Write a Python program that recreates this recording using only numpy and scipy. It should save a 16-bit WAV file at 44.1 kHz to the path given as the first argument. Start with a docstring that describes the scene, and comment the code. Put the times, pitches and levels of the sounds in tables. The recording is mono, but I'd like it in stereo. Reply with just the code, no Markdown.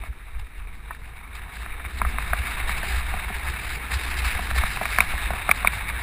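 """A low, swaying boom with rattles and knocks: the cabin of a car crawling along a rough dirt road.
Bumps drive the cabin air and the springs; the tyres drone through the floor. A small camera listens
from a plastic housing on the dashboard: grit and loose trim rattle through the housing's resonances,
and the mount knocks. The camera samples slowly and holds each value, mirroring sound into the treble."""
import sys
import numpy as np
from scipy import signal
from scipy.fft import next_fast_len
from scipy.io import wavfile
from scipy.ndimage import map_coordinates

SR = 44100
rng = np.random.default_rng(int(sys.argv[2]) if len(sys.argv) > 2 else 0)


def put_to_file(sound):
    """Save the sound as 16-bit audio at rate SR, in the file named by the first command-line argument."""
    columns = np.atleast_2d(sound).T  # one column per channel
    safe = np.clip(columns, -1, 1)
    whole_steps = np.round(safe * 32767)
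    wavfile.write(sys.argv[1], SR, whole_steps.astype(np.int16))


N = 265482

# Body motion over the bumps: time_s, boom_db, sway_db
BODY_LEVELS = [(0.0, -34, -26), (0.05, -47, -51), (0.1, -25.5, -24), (0.13, -54, -50), (0.17, -54, -39),
               (0.28, -39.5, -44), (0.39, -29.5, -28), (0.5, -54, -44), (0.59, -38, -34),
               (0.82, -45, -37.5), (0.84, -39, -34), (0.87, -36, -44), (0.97, -46, -38), (1.02, -43, -36),
               (1.24, -44, -43), (1.37, -28.5, -44), (1.41, -39, -36), (1.46, -39, -40), (1.49, -47, -46),
               (1.63, -26.5, -44), (1.69, -49, -36), (1.76, -30.5, -31.5), (1.83, -37, -43),
               (1.86, -23.5, -40), (1.91, -45, -42), (1.94, -29.5, -45), (1.99, -34, -31), (2.06, -17, -25),
               (2.11, -32, -30), (2.21, -27, -36), (2.23, -21, -45), (2.26, -44, -31), (2.31, -20, -25),
               (2.35, -29, -34), (2.4, -21, -46), (2.43, -39, -34), (2.48, -42, -52), (2.5, -30, -46),
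               (2.55, -48, -31), (2.62, -26, -36), (2.63, -38, -28), (2.68, -27.5, -29), (2.88, -35, -35),
               (2.9, -28, -43), (2.97, -21.5, -27), (3.02, -34.5, -31), (3.15, -25, -32), (3.2, -36, -32.5),
               (3.24, -34, -45), (3.27, -28, -34), (3.3, -43, -40), (3.35, -32, -32), (3.39, -36.5, -36),
               (3.5, -27.5, -33), (3.6, -40.5, -48), (3.67, -30, -36), (3.89, -37.5, -38), (3.94, -22, -51),
               (4.07, -33, -34), (4.26, -19, -36), (4.31, -41, -38), (4.36, -27, -24.5), (4.39, -26.5, -36),
               (4.53, -29, -28), (4.59, -15.5, -33), (4.64, -35.5, -25), (4.69, -32, -36), (4.78, -37, -31),
               (4.79, -37, -37), (5.01, -28.5, -32), (5.1, -42, -28.5), (5.13, -23, -27), (5.16, -23, -33),
               (5.2, -37, -33), (5.23, -30, -30), (5.3, -32, -31), (5.33, -27, -35), (5.43, -45, -42),
               (5.47, -22.5, -32), (5.52, -33, -47), (5.55, -50, -36), (5.58, -28, -42), (5.65, -39, -27.5),
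               (5.7, -33, -48), (5.75, -26, -46), (5.78, -39, -51), (5.82, -33, -32), (6.02, -28, -47)]
# Cabin boom: time_s, pitch_hz
BOOM_CURVE = [(0.0, 54.7), (0.14, 54.4), (0.28, 53), (0.42, 53.7), (0.56, 55.7), (0.7, 59.7), (0.84, 60.1),
              (0.98, 56.4), (1.12, 56.2), (1.26, 57.8), (1.4, 54.2), (1.54, 57.5), (1.68, 51.5),
              (1.82, 63.92), (1.96, 58.8), (2.1, 54.2), (2.24, 54.8), (2.38, 57.6), (2.52, 54.2),
              (2.66, 53.33), (2.8, 59.24), (2.94, 61.1), (3.08, 59.1), (3.22, 56.0), (3.36, 66.6),
              (3.5, 57.1), (3.64, 56.3), (3.78, 62.5), (3.92, 60.4), (4.06, 62), (4.2, 61.7), (4.34, 55.3),
              (4.48, 58.0), (4.62, 59.1), (4.76, 57.8), (4.9, 59.1), (5.04, 63.3), (5.18, 59.0),
              (5.32, 60.4), (5.46, 54.36), (5.6, 60.94), (5.74, 62.24), (5.88, 59.63), (6.02, 62.4)]
# Springs and seats: freq_hz, width_hz, gain_db
SWAY_MODES = [(12.9, 13.3, -4.4), (32, 24.2, -7.5)]
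# Tyre drone: time_s, level_db
DRONE_LEVELS = [(0.0, -51), (0.33, -58.5), (0.55, -56), (1.09, -55), (1.61, -51.5), (2.2, -45), (2.58, -46),
                (2.8, -43), (3.1, -46), (3.99, -45), (4.46, -44), (4.71, -44.5), (5.05, -45), (5.45, -44.5),
                (6.02, -46)]
# Tyre drone spectrum: freq_hz, density_db
DRONE_SPECTRUM = [(47, -29), (80, -5), (108, -10.5), (151, -14), (205, -15.5), (270, -21.5), (425, -19),
                  (569, -30), (620, -22), (810, -52), (1360, -120)]
# Grit and trim, one list each for the smoother and the rougher stretch: time_s, level_db, crisp_db
RATTLE_STRETCHES = [
    [(0.0, -46, -17), (0.016, -42.5, -36), (0.064, -42, -21), (0.096, -49, -36), (0.39, -47, -34),
     (0.396, -42.5, -14), (0.434, -51, -43), (0.444, -49, -20), (0.488, -49.5, -43), (0.596, -45, -22),
     (0.608, -47, -41), (0.722, -48, -42), (0.754, -50, -15), (0.802, -48.5, -32), (0.934, -44, -28),
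     (0.95, -46, -11), (0.982, -49, -41), (1.004, -49, -17), (1.026, -48, -40), (1.036, -47.5, -17),
     (1.096, -43.5, -28), (1.102, -44.5, -44), (1.156, -45.5, -46), (1.166, -44.5, -21),
     (1.222, -44.5, -52), (1.33, -43.5, -38), (1.352, -41, -13), (1.466, -43.5, -41), (1.558, -40.5, -11),
     (1.748, -38.5, -39), (1.95, -40, -14)],
    [(1.96, -40.5, -19), (1.99, -37.5, -7.5), (2.0, -38, -26), (2.11, -35.5, -18), (2.14, -33, -31),
     (2.22, -36.5, -18), (2.23, -35.5, -23.5), (2.47, -33, -18), (2.67, -33.5, -24), (2.69, -31, -13),
     (2.75, -32, -26), (2.78, -29.5, -13), (2.82, -33.5, -29), (2.83, -33.5, -15), (2.99, -30.5, -13.5),
     (3.03, -32.5, -24), (3.33, -35, -24), (3.35, -34, -14), (3.42, -34, -22), (3.5, -35, -11),
     (3.53, -36.5, -21), (3.76, -33, -10), (3.79, -35, -26), (3.9, -35.5, -19), (3.94, -30, -8),
     (3.98, -35.5, -15.5), (4.04, -33, -11), (4.07, -33.5, -18), (4.1, -32, -11.5), (4.15, -32.5, -22),
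     (4.19, -31.5, -3), (4.21, -31, -25), (4.22, -32.5, -13), (4.23, -29.5, -27), (4.25, -27, -9.5),
     (4.4, -32, -20), (4.44, -31.5, -10), (4.46, -33.5, -21), (4.54, -32.5, -20), (4.56, -33, -6),
     (4.63, -28, -23.5), (4.71, -32, -9.5), (4.77, -33.5, -15.5), (5.02, -31, -15), (5.06, -33, -20),
     (5.19, -30.5, -20), (5.45, -33.5, -25), (5.5, -29.5, -28), (5.51, -28, -10), (5.53, -37.5, -25),
     (5.56, -34, -12), (5.61, -31, -27), (5.68, -31, -28), (5.69, -34, -28), (5.74, -33, -18),
     (5.86, -34, -28), (5.89, -31, -21), (5.93, -34, -31), (6.01, -32.5, -23), (6.02, -30, -24)],
]
# Housing resonances: freq_hz, width_hz, gain_db, crisp_share
HOUSING_MODES = [(729, 162, -6.5, 0.0037), (936, 505, -5, 0.0057), (1222, 564, -3.5, 0.0064),
                 (1706, 627, -1, 0.15), (2217, 390, 0.86, 0.05), (2546, 368, -3.5, 0.3),
                 (2960, 1100, -19.5, 0.71), (3719, 338, -5.5, 0.14), (3985, 490, -18, 0.86),
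                 (4780, 820, -19.5, 0.91), (5940, 700, -57.5, 0.99)]
# Bounds of the hollow, woody, hard and bright housing modes: edge_hz
MODE_EDGES_HZ = [600, 830, 1400, 1950, 6000]
# Mount knocks, thud to chatter relative to level:
# start_s, level_db, thud_db, hollow_db, woody_db, hard_db, bright_db, chatter_db, shiver_ms
MOUNT_KNOCKS = [(0.036, -26, -32, -16.5, -10, -23, -6, -7, 2.2),
                (0.349, -35, -22, -32, -10, -11, -3, -9, 2.2),
                (0.671, -33, -24, -25, -21, -19, -4, -10, 1.8), (0.907, -20, -36, -29, -8, -9, -27, 2, 2.3),
                (0.948, -33, -32, -28, -17, -1, -18, -6, 2.3),
                (1.569, -27, -33, -27, -14, -7, -11, -12, 2.6),
                (1.661, -23.5, -28, -22, -12, -6, -12, -12, 2.04),
                (1.849, -23, -29, -24, -17, -15, -2.5, -12, 2.2),
                (2.016, -6.5, -28.5, -26, -8, -12, -12, -11, 2.47),
                (2.049, -13.5, -27, -25, -10, -8, -19, -6, 1.87),
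                (2.184, -13, -29, -35, -8, -6.5, -9.5, -9, 2.1),
                (2.332, -7, -34, -20.5, -11, -9.5, -13, -2, 2.03),
                (2.693, -15, -25.5, -21, -10.5, -13, -18, -10, 2.4),
                (2.829, -29.5, -31, -8, -11, 2, -13, 3, 1.7),
                (3.138, -22, -15, -10, -20, -18, -0.5, -12, 1.97),
                (3.169, -24, -21, -14.5, -19, -13, -6, -14, 2.1),
                (3.301, -24, -11.5, -11.5, -21, -16, -6, 0, 2.2),
                (3.92, -22.5, -23, -30, -16, -4, -11, -10, 2.2),
                (4.246, -20, -36, -28, -12, -6, -13, -12, 2.2),
                (4.391, -18.5, -20, -16, -11.5, -17, -7, 4, 2.2),
                (4.511, -13.5, -27, -22.5, -10.5, -7.5, -11, -22, 2.2),
                (4.56, -19.5, -22, -14, -23, -15, -5, -11, 2.42),
                (4.636, -9, -27, -22.5, -9, -14, -12, -23, 2.2),
                (4.771, -18, -24, -27, -8, -11, -10, 0, 2.2),
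                (4.812, -14.5, -19.5, -12, -14, -23, -14, -4.5, 2.3),
                (4.854, -14.5, -34, -22, -12.5, -7, -1, 5, 2.6),
                (4.961, -26.5, -32, -27, -11, -6, 7, -5, 2),
                (4.985, -3.5, -33, -20, -8, -3, -7.5, -12.5, 2.2),
                (5.004, 3, -41.5, -34, -21, -29, -1, -2, 1.75),
                (5.137, -24.5, -18, -9, -25, -24, -13, -17, 2.2),
                (5.305, -15.5, -19.5, -11, -12, -22, -24, -7, 2.2),
                (5.334, -19.5, -18.5, -17, -11, -7, -10, -12, 2.2),
                (5.491, -6, -25.5, -16.5, -7.5, -8, -7, -6, 2.45),
                (5.512, 3, -53, -39, -17, -15.5, -0.5, -5, 2.46),
                (5.647, -8.5, -31, -15.5, -4.5, -22, -8.5, -10, 1.8),
                (5.672, 2, -37, -40, -25, -18, -2, 3, 2.2), (5.89, -22, -41, -34, -27, -17, 4.5, -12, 1.24)]
# Dashboard under the mount: freq_hz, width_hz, gain_db
DASHBOARD_MODES = [(144, 48, 0.5), (202, 45, 4.6), (427, 73, -4)]
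# Span where the samples play faster: start_s, end_s, speed_ratio
FAST_SPAN = (3.94, 5.13, 33 / 32)


def from_db(db):
    """Decibels to gain."""
    return 10 ** (np.asarray(db) / 20)


def unit_rms(x):
    """Scale to rms 1."""
    return x / np.sqrt(np.mean(x ** 2) + 1e-20)


def curves(rows):
    """Each column after time_s, interpolated to one value a sample."""
    time_s, *columns = np.transpose(rows)
    return [np.interp(np.arange(N) / SR, time_s, column) for column in columns]


def drift(rate_hz):
    """Slow random wander, rms 1: coarse noise through two one-pole low-passes."""
    hop, run_in = 20, 2000
    pole = np.exp(-2 * np.pi * rate_hz * hop / SR)
    noise = rng.standard_normal(N // hop + run_in + 2)
    slow = signal.lfilter([1], [1, -2 * pole, pole * pole], noise)[run_in:]
    return np.interp(np.arange(N) / hop, np.arange(len(slow)), unit_rms(slow))


def resonance(x, freq_hz, width_hz):
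    """Two passes of a two-pole resonator, each width_hz wide; peak gain 1."""
    r = np.exp(-np.pi * width_hz / SR)
    section = [(1 - r * r) / 2, 0, (r * r - 1) / 2, 1, -2 * r * np.cos(2 * np.pi * freq_hz / SR), r * r]
    return signal.sosfilt([section, section], x + 1e-18)


def evened(x, share):
    """Divide out part of a narrow noise's own envelope; rms 1."""
    x = unit_rms(x)
    envelope = np.abs(signal.hilbert(x, next_fast_len(N)))[:N]
    return unit_rms(x / (envelope + 0.067) ** share)


def cabin_boom_and_sway(boom_width_hz=37, wander_hz=3.05, cutoff_hz=90):
    """Cabin air booms near its lowest mode, pulled about by the bumps; the springs sway below it."""
    boom_db, sway_db = curves(BODY_LEVELS)
    boom_hz, = curves(BOOM_CURVE)
    phase = 2 * np.pi * np.cumsum(boom_hz + wander_hz * drift(4.05)) / SR
    air_push, spring_push = rng.standard_normal((2, N + SR))   # 1 s run-in
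    rumble = unit_rms(resonance(air_push, np.mean(boom_hz), boom_width_hz)[SR:])
    boom = unit_rms(np.sin(phase) + from_db(-7) * rumble)
    sway = sum(from_db(db) * resonance(spring_push, hz, width_hz)[SR:] for hz, width_hz, db in SWAY_MODES)
    motion = from_db(boom_db - 1.5) * boom + from_db(sway_db + 0.2) * evened(sway, share=0.25)
    return signal.sosfilt(signal.butter(3, cutoff_hz, fs=SR, output="sos"), motion)


def tyre_drone():
    """Tyre noise through the floor: third-octave bands, each swelling by itself."""
    freq_hz, density_db = np.transpose(DRONE_SPECTRUM)
    level_db, = curves(DRONE_LEVELS)
    edges_hz = 80 * 2 ** (np.arange(10) / 3)
    white, out = rng.standard_normal((2, N)), 0
    for k, (low_hz, high_hz) in enumerate(zip(edges_hz, edges_hz[1:])):
        band_pass = signal.butter(2, [low_hz, high_hz], "band", fs=SR, output="sos")
        band_db = np.interp(np.log(low_hz * high_hz) / 2, np.log(freq_hz), density_db)
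        out += from_db(band_db + 2.2 * drift(7.2)) * signal.sosfilt(band_pass, white[k % 2])
    return from_db(level_db + 1.95) * unit_rms(out)


def grit_and_trim_rattle(median_contacts_per_s=900, neutral_crisp_db=-23.5):
    """Hiss and clumped tiny contacts shake the housing; crispness lifts its high modes."""
    level_db, crisp_db = curves(np.concatenate(RATTLE_STRETCHES))
    shudder_db = 0.56 * drift(23) + 1.46 * drift(68)
    contacts = rng.random(N) < median_contacts_per_s * from_db(5 * drift(25)) / SR
    force_db = 3 * np.minimum(rng.exponential(1, N), 4)
    ticks = unit_rms(contacts * from_db(force_db) * rng.choice([-1, 1], N))
    white, out = rng.standard_normal((2, N)), 0
    for k, (freq_hz, width_hz, gain_db, crisp_share) in enumerate(HOUSING_MODES):
        shake = white[k % 2] + from_db(-5) * ticks
        lift_db = crisp_share * (crisp_db - neutral_crisp_db)
        gain = from_db(gain_db + lift_db + shudder_db + 1.5 * drift(20))
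        out += (-1) ** k * resonance(gain * shake, freq_hz, width_hz)
    return from_db(level_db + 0.63) * unit_rms(out)


def struck(blow, modes, widen):
    """A blow rings a group of modes, their widths scaled by widen; peak 1."""
    ring = sum((-1) ** k * from_db(gain_db) * resonance(blow, freq_hz, widen * width_hz)
               for k, (freq_hz, width_hz, gain_db, *_) in enumerate(modes))
    return ring / np.abs(ring).max()


def mount_knocks(click_s=0.00028, chatter_decay_s=0.0039, rebound_s=0.00398, dull_hz=2700):
    """A click thuds the dashboard and, with dying chatter, rings the housing; a shiver pumps its top."""
    out, t = np.zeros(N + SR), np.arange(SR // 16) / SR
    hollow, woody, hard, bright = [[mode for mode in HOUSING_MODES if low_hz <= mode[0] < high_hz]
                                   for low_hz, high_hz in zip(MODE_EDGES_HZ, MODE_EDGES_HZ[1:])]
    shiver_hz = bright[0][0]
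    click = np.sin(np.pi * np.minimum(t / click_s, 1)) ** 2
    low_pass = signal.butter(4, dull_hz, fs=SR, output="sos")
    for row in MOUNT_KNOCKS:
        start_s, level_db, thud_db, hollow_db, woody_db, hard_db, bright_db, chatter_db, shiver_ms = row
        chatter = rng.standard_normal(len(t)) * np.exp(-t / chatter_decay_s)
        blow = click + from_db(chatter_db) * chatter
        dull = signal.sosfilt(low_pass, blow)
        touch = np.sin(np.pi * np.minimum(t * 1000 / shiver_ms, 1))
        shiver = touch * np.cos(2 * np.pi * shiver_hz * t)
        rebound = 0.098 * np.roll(shiver, round(rebound_s * SR))
        knock = (from_db(thud_db + 6) * struck(click, DASHBOARD_MODES, widen=1.13)
                 + from_db(hollow_db + 8.5) * struck(dull, hollow, widen=1.2)
                 + from_db(woody_db + 5.5) * struck(dull, woody, widen=0.95)
                 + from_db(hard_db + 2.5) * struck(dull, hard, widen=0.77)
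                 + from_db(bright_db + 1.5) * struck(0.5 * blow + shiver + rebound, bright, widen=1.65))
        out[round(start_s * SR):][:len(t)] += from_db(level_db) * knock
    return out[:N]


def scene(hiss_db=-61):
    """One microphone hears it all, over its own faint hiss."""
    hiss = from_db(hiss_db) * rng.standard_normal(N)
    mix = cabin_boom_and_sway() + tyre_drone() + grit_and_trim_rattle() + mount_knocks() + hiss
    return np.tile(mix, (2, 1))


def record(dry, overload=0.8, input_cutoff_hz=5300, hold_hz=12000, grid_hz=48000,
           treble_edge_hz=15270, stop_hz=16468):
    """Camera: soft clip, low-pass, sample-and-hold that runs fast for one span.
    Then the highest treble is cut off."""
    clipped = overload * np.tanh(dry[0] / overload)
    filtered = signal.sosfilt(signal.butter(6, input_cutoff_hz, fs=SR, output="sos"), clipped)
    start_s, end_s, speed_ratio = FAST_SPAN
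    t = np.arange(N * grid_hz // SR + 2) / grid_hz
    lead_s = (speed_ratio - 1) * (np.clip(t, start_s, end_s) - start_s)
    step_count = hold_hz * (t + lead_s)
    mid_step_s = np.interp(np.floor(step_count + 1e-6) + 0.5, step_count, t)
    steps = map_coordinates(filtered, [mid_step_s * SR], order=3, mode="nearest")
    held = signal.resample_poly(steps, SR, grid_hz)[:N]
    held = signal.sosfilt(signal.ellip(7, 0.5, 25, treble_edge_hz, fs=SR, output="sos"), held)
    held = signal.sosfilt(signal.cheby2(12, 70, stop_hz, fs=SR, output="sos"), held)
    return np.tile(held, (2, 1))


dry = scene()
out = record(dry)
put_to_file(out)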